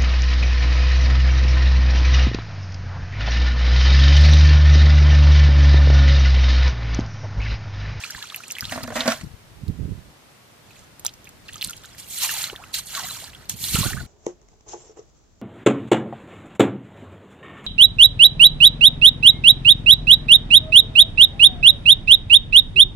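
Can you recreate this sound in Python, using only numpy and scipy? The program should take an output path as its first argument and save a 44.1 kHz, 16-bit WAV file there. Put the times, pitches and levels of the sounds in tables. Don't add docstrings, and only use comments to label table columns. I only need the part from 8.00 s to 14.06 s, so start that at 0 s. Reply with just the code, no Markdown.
import sys
import numpy as np
from scipy import signal
from scipy.io import wavfile
from scipy.ndimage import uniform_filter1d

SR = 44100
rng = np.random.default_rng(int(sys.argv[2]) if len(sys.argv) > 2 else 0)


def nominal_scale(level):
    x = np.asarray(level, float) / 20
    return 10 ** x


def store_pcm(level_fs):
    pcm = np.round(np.clip(level_fs, -1, 1) * 32767).astype(np.int16)
    wavfile.write(sys.argv[1], SR, np.atleast_2d(pcm).T)


N = 267466

# (f/Hz, relative level/dB)
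HISS_COLOUR = [(18, -72), (30, -36), (112, -2.5), (157, -9), (336, -11), (374, -12), (616, -12.5),
               (3580, -20), (16000, -31)]
# (f/Hz, likeness from 0 to 1)
HISS_LIKENESS = [(60, 1), (380, 0.28), (2380, 0.02), (15000, 0.01)]
# (f/Hz, relative level/dB)
SPRAY_COLOUR = [(290, -46), (500, -28.5), (1130, -34.5), (1280, -21), (4090, -8), (5470, -13), (6510, -9.5),
                (11500, -17.5), (14900, -18), (16000, -63)]
# (t/s, spray level/dB)
DRIBBLES = [
    [(0, -40.5), (.2, -43.5), (.33, -46), (.47, -49), (.58, -47.5), (.7, -41.5), (.86, -49.5), (1.2, -49),
     (1.26, -65.5)],
    [(2.66, -63.5), (2.75, -58.5), (2.85, -55.5)],
    [(3.45, -55.5), (3.6, -52), (3.74, -52), (3.8, -55.5), (3.9, -52.5), (3.97, -55.5)],
]
# (t/s, spray level/dB)
STROKES = [
    [(4.06, -55.5), (4.11, -40), (4.17, -37.5), (4.26, -30.5), (4.44, -31.5), (4.49, -42), (4.57, -57),
     (4.72, -54)],
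    [(4.825, -68), (4.86, -46.5), (4.93, -41.5), (5.1, -39.5), (5.2, -41), (5.28, -44.5), (5.31, -55.5),
     (5.45, -56.5)],
    [(5.56, -50.5), (5.64, -31.5), (5.7, -34.5), (5.82, -29), (5.9, -33.5), (5.94, -42), (6.02, -49),
     (6.064, -56)],
]
# (peak t/s, spray level/dB, time to rise 20 dB/s, time to fall 20 dB/s, extra level of large bubbles/dB)
SURGES = [(0.723, -39, .05, .08, 7), (0.761, -46, 0.21, 0.3, 29), (0.966, -33.5, 0.044, 0.078, 20),
          (1.079, -37, 0.062, 0.16, 15), (3.053, -53, 0.019, .09, -22), (3.643, -37.5, 0.0233, .09, -9),
          (3.982, -39, 0.01207, 0.13, -17), (4.12, -45.5, 0.04, 0.13, -3), (4.236, -23.5, 0.077, 0.057, -1),
          (4.743, -26, 0.011, 0.079, -10.5), (4.789, -28.5, 0.037, 0.019, -1), (4.97, -32, 0.11, 0.16, 20),
          (5.495, -31, 0.0056, 0.06, -9), (5.753, -24.5, 0.079, 0.11, -4)]
# (t/s, level/dB)
BREEZE = [(0, -78), (.55, -60), (1.4, -52), (2.1, -47), (2.2, -93), (2.65, -58), (2.75, -54), (5.45, -49.5),
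          (6.064, -34)]
# (peak t/s, level/dB, time to rise 20 dB/s, time to fall 20 dB/s, left against right/dB)
GUSTS = [(0.152, -42.5, 0.021, 0.083, -7), (0.632, -38, 0.015, 0.99, 12), (0.717, -41.5, 0.12, 0.41, 21),
         (1.236, -33.5, 0.063, 0.09, 12), (1.637, -27, 0.057, 0.019, -23), (1.7, -22.5, 0.095, 0.076, -14),
         (1.809, -29, 0.098, 0.2, -18), (1.854, -24.5, 0.15, 0.1, -22), (1.89, -27, 0.055, 0.037, -17),
         (1.925, -30, 0.26, 0.068, -26), (1.98, -34.5, 0.074, 0.045, -15), (3.68, -39.5, 0.16, 0.036, -16),
         (5.542, -38.5, 0.079, 0.044, -2), (5.636, -42.5, 0.12, 0.062, 19),
         (5.748, -19.5, 0.031, 0.016, -7), (5.788, -19.5, 0.032, 0.029, -5), (5.809, -21, 0.037, 0.053, -3),
         (5.869, -26, 0.15, 0.064, -23), (5.942, -25, 0.064, 0.062, -22), (5.982, -34, 0.044, 0.03, -14),
         (6.038, -36, 0.044, 0.024, 16)]
# (f/Hz, relative level/dB)
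WIND_COLOUR = [(12, -47), (20, -4.5), (114, -0.5), (268, -17), (440, -23.5), (484, -32.5), (709, -40),
               (900, -66), (1170, -61), (1980, -120)]
# (t/s, level/dB, start f/Hz, end f/Hz, length/s)
GURGLES = [(0.212, -35.5, 1630, 1790, 0.022), (3.553, -41, 1230, 1270, 0.016),
           (3.688, -39.5, 1420, 1350, 0.029), (4.284, -38, 1760, 947, 0.044),
           (4.285, -30.5, 2800, 2700, 0.03), (4.328, -40, 2930, 2440, 0.04), (4.329, -42, 950, 678, 0.063),
           (4.377, -50, 935, 813, 0.11), (4.461, -41.5, 1084, 1740, 0.052), (4.525, -32, 332, 520, 0.0104),
           (4.53, -46, 920, 1510, 0.025), (4.573, -47, 1660, 1300, 0.013), (4.581, -43, 651, 2310, 0.064),
           (4.943, -35, 1680, 1286, 0.015), (4.968, -26.5, 1174, 1013, 0.026), (5.015, -49, 720, 664, 0.02),
           (5.022, -39.5, 1963, 2076, 0.046), (5.05, -41, 1035, 1460, 0.028), (5.033, -35, 723, 760, 0.019),
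           (5.073, -40.5, 1770, 826, 0.053), (5.094, -29.5, 3960, 4000, 0.02),
           (5.119, -46.5, 614, 753, 0.026), (5.147, -43, 1623, 910, 0.03), (5.22, -42.5, 594, 1370, 0.031),
           (5.752, -24, 375, 500, 0.0071), (5.753, -27.5, 1366, 1275, 0.032), (5.83, -37, 612, 535, 0.03),
           (5.853, -36, 650, 950, 0.019), (5.827, -27.5, 1050, 1280, 0.023),
           (5.851, -29, 1385, 1630, 0.023), (5.885, -36, 1446, 1540, 0.028), (5.904, -37, 753, 870, 0.013),
           (5.936, -49, 526, 1070, 0.034), (5.965, -35.5, 1140, 1410, 0.02),
           (5.966, -31, 1452, 1890, 0.028), (5.994, -33, 1500, 1410, 0.024), (6.002, -47, 580, 1050, 0.02)]
# (t/s, level/dB, bubble f/Hz, crack against the bubble/dB)
DROPS = [(0.038, -13.5, 2375, -14.5), (0.044, -22, 4430, -5.5), (.049, -25, 1340, -18),
         (0.101, -24, 1520, -12), (.106, -14, 5500, -10), (.148, -16.5, 1680, -22), (0.179, -25, 980, -19),
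         (0.19, -20, 4000, -21.5), (0.239, -26.5, 1340, -14), (.226, -14.5, 3460, -14.5),
         (0.3, -17.5, 3270, -29), (0.321, -25.5, 1166, -19), (0.345, -15.5, 2530, -11),
         (0.361, -14.5, 12000, -7), (0.436, -23.5, 2440, -14), (0.481, -21, 7900, -10),
         (.504, -25.5, 2680, -4), (0.51, -11.5, 6140, -15), (0.52, -16.5, 7300, -3),
         (0.552, -16, 2990, -18), (0.566, -18.5, 1860, -25), (0.5846, -21.5, 2490, -5.5),
         (0.608, -17.5, 5100, -0.5), (.254, -29, 2460, -15), (.367, -29, 2400, -12),
         (0.5938, -22, 2030, -14), (0.696, -30.5, 2870, 0), (0.27, -29.5, 3160, -8),
         (0.404, -28.5, 1350, -12), (0.624, -22, 1520, -14), (.628, -22, 1420, -13),
         (0.642, -12.5, 3270, -30), (0.653, -14, 3750, -13), (0.710, -20, 1440, -31.5),
         (0.833, -27, 4760, 2), (0.8758, -34, 5500, -1), (1.006, -1, 3500, -30), (1.1186, -15, 1320, -12),
         (1.681, -41.5, 4200, 2), (2.707, -35, 2450, -17), (2.748, -46, 1880, -5), (2.764, -37, 2490, -12),
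         (2.792, -30.5, 7300, -15), (2.996, -37.5, 7650, 7.5), (3.058, -16, 3660, -11),
         (3.049, -10, 10700, -12), (3.049, -37.5, 883, -2.5), (3.052, -27, 1285, -16),
         (3.065, -10, 6030, 0.5), (3.0805, -26, 3120, -8), (3.091, -22.5, 3720, -21),
         (3.138, -31, 5800, -8), (3.244, -44, 6400, 4.5), (3.254, -32.5, 3420, -10),
         (3.271, -25.5, 2360, -20), (3.291, -30.5, 7500, -6), (3.483, -21.5, 3960, -36),
         (3.487, -20.5, 2600, -23), (3.492, -25.5, 1750, -22), (3.527, -26, 3400, -15),
         (3.532, -22.5, 9500, -13), (3.543, -23.5, 3300, -12), (3.557, -22, 6960, -16),
         (3.58, -24.5, 4650, -19), (3.568, -35.5, 3100, -4), (3.612, -20.5, 3460, -5),
         (3.618, -9, 3920, -25), (3.626, -14.5, 2720, -5.5), (3.641, -15, 4130, -13),
         (3.646, -23, 8800, 8.5), (3.647, -14.5, 4000, -14), (3.673, -20, 9000, -7),
         (3.686, -20.5, 3940, -17), (3.697, -20, 6400, -5), (3.707, -15, 7800, -15),
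         (3.732, -21, 2860, -12), (3.766, -23.5, 8850, -12), (3.777, -32, 5500, -8.5),
         (3.837, -28, 3500, -13), (3.844, -33, 1470, -8), (3.85, -28, 3520, -14), (3.857, -27, 6700, -13),
         (3.948, -46, 1880, 2), (4.219, -11.5, 3750, -11), (4.234, -12.5, 12260, -1),
         (4.246, -18, 2350, -9.5), (4.246, -24, 970, -15), (4.293, -15, 1640, -15.5),
         (4.441, -10, 3940, -9.5), (4.498, -16, 2840, -25), (4.554, -35.5, 1730, -4),
         (4.561, -22.5, 3360, -11), (4.638, -26, 2570, -20), (4.638, -28, 1230, -21),
         (4.742, -16, 3800, -3), (4.951, -15, 4020, -7), (5.242, -19, 4200, -20), (5.333, -28, 2500, -19),
         (5.349, -25.5, 3040, -19), (5.455, -31.5, 4130, -13), (5.496, -7, 7840, -10),
         (5.641, -15, 4000, -5.5), (5.754, -15.5, 2840, -3.5), (5.84, -17.5, 4040, -2),
         (5.932, -15, 1740, -14)]
# (t/s, level/dB, length of the slide/s, brightness/dB)
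LUMPS = [(0.721, -16.5, 0.056, 4.5), (0.757, -13, 0.034, -28), (0.776, -12, 0.043, -20),
         (0.806, -17.5, 0.016, -21), (0.837, -18.5, 0.016, 7), (.849, -22, 0.016, -28),
         (0.878, -13, 0.024, -37), (0.904, -12.5, 0.031, -24), (.921, -16.5, 0.037, -16),
         (0.956, -9, 0.13, -3), (0.994, -31, 0.38, 15), (1.008, -12, 0.042, -22), (1.057, -7, 0.072, -8),
         (1.077, -3.5, 0.057, 1), (1.101, -26.5, 0.1, 16.5), (1.119, -24.5, 0.022, 19),
         (1.211, -35, 0.022, 14)]
# (f/Hz, width/Hz, relative level/dB)
BUCKET_MODES = [(243, 20, 5.5), (266, 31, -11), (493, 98, -9), (643, 41, 4.5), (720, 78, -1),
                (1114, 180, -5.5), (1420, 55, 0), (1750, 540, -5)]

LEFT_LAG = 2


def evened(x):
    return x / np.sqrt(np.mean(x ** 2) + 1e-20)


def smoothed(x, size):
    return uniform_filter1d(uniform_filter1d(x, size), size)


def read(points, hz):
    f, value = np.transpose(points)
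    return np.interp(np.log(hz + 1), np.log(f + 1), value)


def add(mix, s, sound, pan_db, left_lag=LEFT_LAG):
    for side, lag, sign in ((0, left_lag, 1), (1, 0, -0.27)):
        part = mix[side, round(s * SR) + lag:][:len(sound)]
        part += nominal_scale(sign * pan_db / 2) * sound[:len(part)]


def resonate(x, hz, width):
    pole = np.exp((2j * np.pi * hz - np.pi * width) / SR)
    return 2 * signal.lfilter([1 - abs(pole)], [1, -pole], x).real


def noise(spectrum, likeness, patchy_db, size):
    frames, hz = 4 * N // size + 5, np.fft.rfftfreq(size, 1 / SR)
    a, b, c, d, patches = rng.standard_normal((frames, len(hz), 5)).T
    patches = uniform_filter1d(patches, size=9, axis=0)
    patches = evened(uniform_filter1d(patches, size=3, axis=1))
    same = np.clip(read(likeness, hz), -1, 1)[:, None]
    left = a + 1j * b
    right = same * left + np.sqrt(1 - same ** 2) * (c + 1j * d)
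    spectra = np.array([left, right]) * nominal_scale(read(spectrum, hz)[:, None] + patchy_db * patches)
    return evened(signal.istft(spectra, nperseg=size, noverlap=3 * size // 4)[1][:, :N])


def bubble(start_hz, end_hz, shape):
    u = np.linspace(0, 1, len(shape))
    hz = start_hz * (end_hz / start_hz) ** (u ** 1.727)
    return shape * np.sin(2 * np.pi * np.cumsum(hz) / SR)


def coarse_time():
    return np.arange(0, N + 32, 32) / SR


def swells(t, rows):
    return [db - 20 * np.where(t < s, (s - t) / rise, (t - s) / fall) for s, db, rise, fall, _ in rows]


def stretch(t, curve):
    return np.interp(t, *np.transpose(curve), left=-200, right=-200)


def blended(t, levels_db, *traits):
    power = nominal_scale(2 * np.maximum(levels_db, -200))
    total = power.sum(0)
    mixed = [10 * np.log10(total)]
    for trait in traits:
        mixed.append(sum(p * value for p, value in zip(power, trait)) / total)
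    return [np.interp(np.arange(N) / SR, t, curve) for curve in mixed]


def far_hiss():
    return nominal_scale(-51) * noise(HISS_COLOUR, HISS_LIKENESS, 0.17, size=2048)


def water():
    t = coarse_time()
    levels = [stretch(t, curve) for curve in DRIBBLES + STROKES] + swells(t, SURGES)
    depth, sheen = [11] * len(DRIBBLES), [-7] * len(DRIBBLES)
    for curve in STROKES:
        age = np.maximum(t - curve[0][0], 0)
        depth.append(np.minimum(-19.5 + 72.7 * age, 39))
        sheen.append(np.maximum(11.3 - 21.3 * age, -3.2))
    for *_, depth_db in SURGES:
        depth.append(depth_db)
        sheen.append(2.5 - 0.18 * max(depth_db, 0))
    return blended(t, levels, depth, sheen)


def splash(spread_db=5, clump_db=0.9, patch_db=2.4, pan_db=-3, scatter=3, level_db=32):
    swarm_per_s, crowding = 1500, 0.7
    spray_db, depth_db, sheen_db = water()
    crowd = nominal_scale(crowding * (spray_db + 38.0))
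    clumps = evened(smoothed(rng.standard_normal(N), 200))
    patches = uniform_filter1d(rng.standard_normal((N // 128 + 1, 36)), size=5, axis=0)
    patches = evened(uniform_filter1d(patches, size=3))
    out = np.zeros((2, N))
    for hz, patch in zip(np.geomspace(600, 15500, num=36), patches.T):
        draw, size, spot = rng.random((N, 3)).T
        rate = swarm_per_s * crowd * (hz / 4000) ** 1.6
        train = (draw < rate / SR) * nominal_scale(spread_db * np.minimum(-np.log(size), 4)) / np.sqrt(rate)
        cycles = np.arange(round(36 * SR / hz)) * hz / SR
        bend, ring = rng.random(2)
        shape = cycles * np.exp(-cycles / (2 + 5 * ring))
        grain = evened(bubble(hz, (0.677 + 1.04 * bend) * hz, shape)) * hz / SR
        large = np.clip(np.log2(2400 / hz), 0, 1)
        fine = np.clip(np.log2(hz / 6000), 0, 1)
        uneven_db = clump_db * clumps + patch_db * np.interp(np.arange(N) / 128, np.arange(len(patch)), patch)
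        size_db = large * depth_db + fine * sheen_db
        train *= nominal_scale(read(SPRAY_COLOUR, hz) + spray_db + size_db + uneven_db)
        lag = LEFT_LAG + np.round(scatter * (2 * spot - 1)).astype(int)
        left = np.bincount(np.clip(np.arange(N) + lag, 0, N - 1), train, N)
        out += signal.oaconvolve(np.array([left, train]), grain[None], axes=1)[:, :N]
    return out * nominal_scale([[pan_db / 2 + level_db], [level_db - pan_db / 2]])


def wind(lump_db=4.0):
    t = coarse_time()
    levels = [np.interp(t, *np.transpose(BREEZE))] + swells(t, GUSTS)
    db, pan_db = blended(t, levels, [0] + [row[-1] for row in GUSTS])
    lumps = smoothed(rng.standard_normal((2, N)), 500)
    eddies = noise(WIND_COLOUR, [(20, 1.0), (900, 0.17)], 1.0, size=1024)
    eddies /= np.sqrt(uniform_filter1d(eddies ** 2, size=1500) + 0.043)
    left = 1 / (1 + nominal_scale(-2 * pan_db))
    return eddies * nominal_scale(db + lump_db * evened(lumps)) * np.sqrt([left, 1 - left])


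def strays(count=1100):
    low_hz, high_hz = 750, 4200
    shortest, longest = 0.004, 0.026
    spray_db, depth_db, _ = water()
    when, pitch, glide, length, size = rng.random((count, 5)).T
    odds = np.cumsum(nominal_scale(0.5 * spray_db))
    at = np.searchsorted(odds, when * odds[-1]).clip(0, N - 1)
    db = spray_db[at] + 0.43 * np.minimum(depth_db[at], 16) - 12 - 9 * size
    start_hz = low_hz * (high_hz / low_hz) ** pitch
    end_hz = start_hz * 2 ** (0.7 * (1.59 * glide - 0.6))
    return list(zip(at / SR, db, start_hz, end_hz, shortest + (longest - shortest) * length))


def gurgles(flutter_db=4.5, pan_db=-3, scatter_db=3):
    out, rows = np.zeros((2, N)), GURGLES + strays()
    for (s, db, start_hz, end_hz, length), (turn,) in zip(rows, rng.standard_normal((len(rows), 1))):
        flutter = evened(uniform_filter1d(rng.standard_normal(4000), size=80))[:round(length * SR)]
        shape = signal.windows.tukey(len(flutter), 0.45) * evened(nominal_scale(flutter_db * flutter))
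        add(out, s, nominal_scale(db) * bubble(start_hz, end_hz, shape), pan_db + scatter_db * turn)
    return out


def drops(rise=1.08, pan_db=-4, scatter_db=-1.0, tail_db=-17, pop_db=6):
    pop_cycles = 1.2
    out, t = np.zeros((2, N)), np.arange(2500) / SR
    side = rng.standard_normal((len(DROPS), 1))
    for (s, db, hz, crack_db), (turn,) in zip(DROPS, side):
        cycles = 11 * (hz / 3000) ** 0.55 * nominal_scale(-0.22 * (db + 20))
        splat_noise, crack_noise = rng.standard_normal((len(t), 2)).T
        u = t * hz / max(cycles, 2)
        shape = (1 - np.exp(-u / 0.81)) * nominal_scale(-14 * u)
        ragged = np.clip(cycles * hz / 140000.0, 0, 1)
        splat = evened(resonate(resonate(splat_noise, hz, 0.5 * hz), hz, 0.5 * hz))
        pure = np.sin(2 * np.pi * np.cumsum(hz * rise ** np.minimum(u, 2)) / SR)
        body = shape * ((1 - ragged) * pure + 0.48 * ragged * splat)
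        crack = evened(np.diff(crack_noise, prepend=0)) * nominal_scale(crack_db - 2.5 - 8.5 * u)
        crack *= np.minimum(t / 0.00023, 1)
        pop_time = t * hz / pop_cycles
        pop = pure * nominal_scale(crack_db + pop_db) * pop_time * np.exp(1 - pop_time)
        after = splat * nominal_scale(tail_db - 1270 * t)
        add(out, s, nominal_scale(db) * (body + crack + pop + after), pan_db + scatter_db * turn, LEFT_LAG - round(turn))
    return out


def snaps():
    width = 0.0022
    out, u = np.zeros((2, N)), np.linspace(-4, 4, num=round(8 * width * SR))
    pulse = (1 - u - 2 * u ** 2) * np.exp(-u ** 2)
    for (s, db, *_, pan_db), (sign,) in zip(GUSTS, rng.choice([-1, 1], (len(GUSTS), 1))):
        add(out, s - 4 * width, sign * nominal_scale(db + 4.5) * pulse, np.clip(pan_db, -12, 12))
    return out


def bucket(pan_db=-4.5, direct_db=-14, scatter_db=3, detune=0.022, bend=0.0345, spread=4):
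    out, t = np.zeros((2, N)), np.arange(8000) / SR
    high = signal.butter(2, 900, "high", fs=SR, output="sos")
    for s, db, slide, bright_db in LUMPS:
        rough = rng.standard_normal((len(t), 2)).T
        dull = signal.lfilter([0.12], [1, -0.88], rough[0])
        bright = nominal_scale(bright_db) * resonate(rough[1], 4600, 4270)
        thud = 6 * t / 0.00051 * np.exp(-t / 0.0002)
        shape = (1 - np.exp(-t / 0.00012)) * nominal_scale(-30 * t / np.clip(slide, 0.005, 0.3))
        blow = thud + shape * (0.86 * dull + bright)
        hurried = t * (1 + bend * np.minimum(t / 0.103, 1) - bend / 2)
        for k, (hz, width, mode_db) in enumerate(BUCKET_MODES):
            ring = resonate(blow, hz * (1 + detune * rough[1, k]), width)
            ring = (-1) ** k * nominal_scale(db + mode_db + 4.0) * np.interp(hurried, t, ring)
            add(out, s, ring, pan_db + scatter_db * rough[0, k], LEFT_LAG + round(spread * rough[1, -k]))
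        add(out, s, nominal_scale(db + direct_db) * signal.sosfilt(high, blow), pan_db)
    return out


def scene():
    return far_hiss() + splash() + wind() + gurgles() + drops() + snaps() + bucket()


def roll_off(x):
    return signal.sosfilt(signal.butter(12, 16640, fs=SR, output="sos"), x)


def record(dry):
    heard = signal.sosfilt(signal.butter(2, 35, "high", fs=SR, output="sos"), dry)
    heard = signal.sosfilt(signal.cheby2(10, 32, 15340, fs=SR, output="sos"), heard)
    return roll_off(heard)


dry = scene()
out = record(dry)
store_pcm(out)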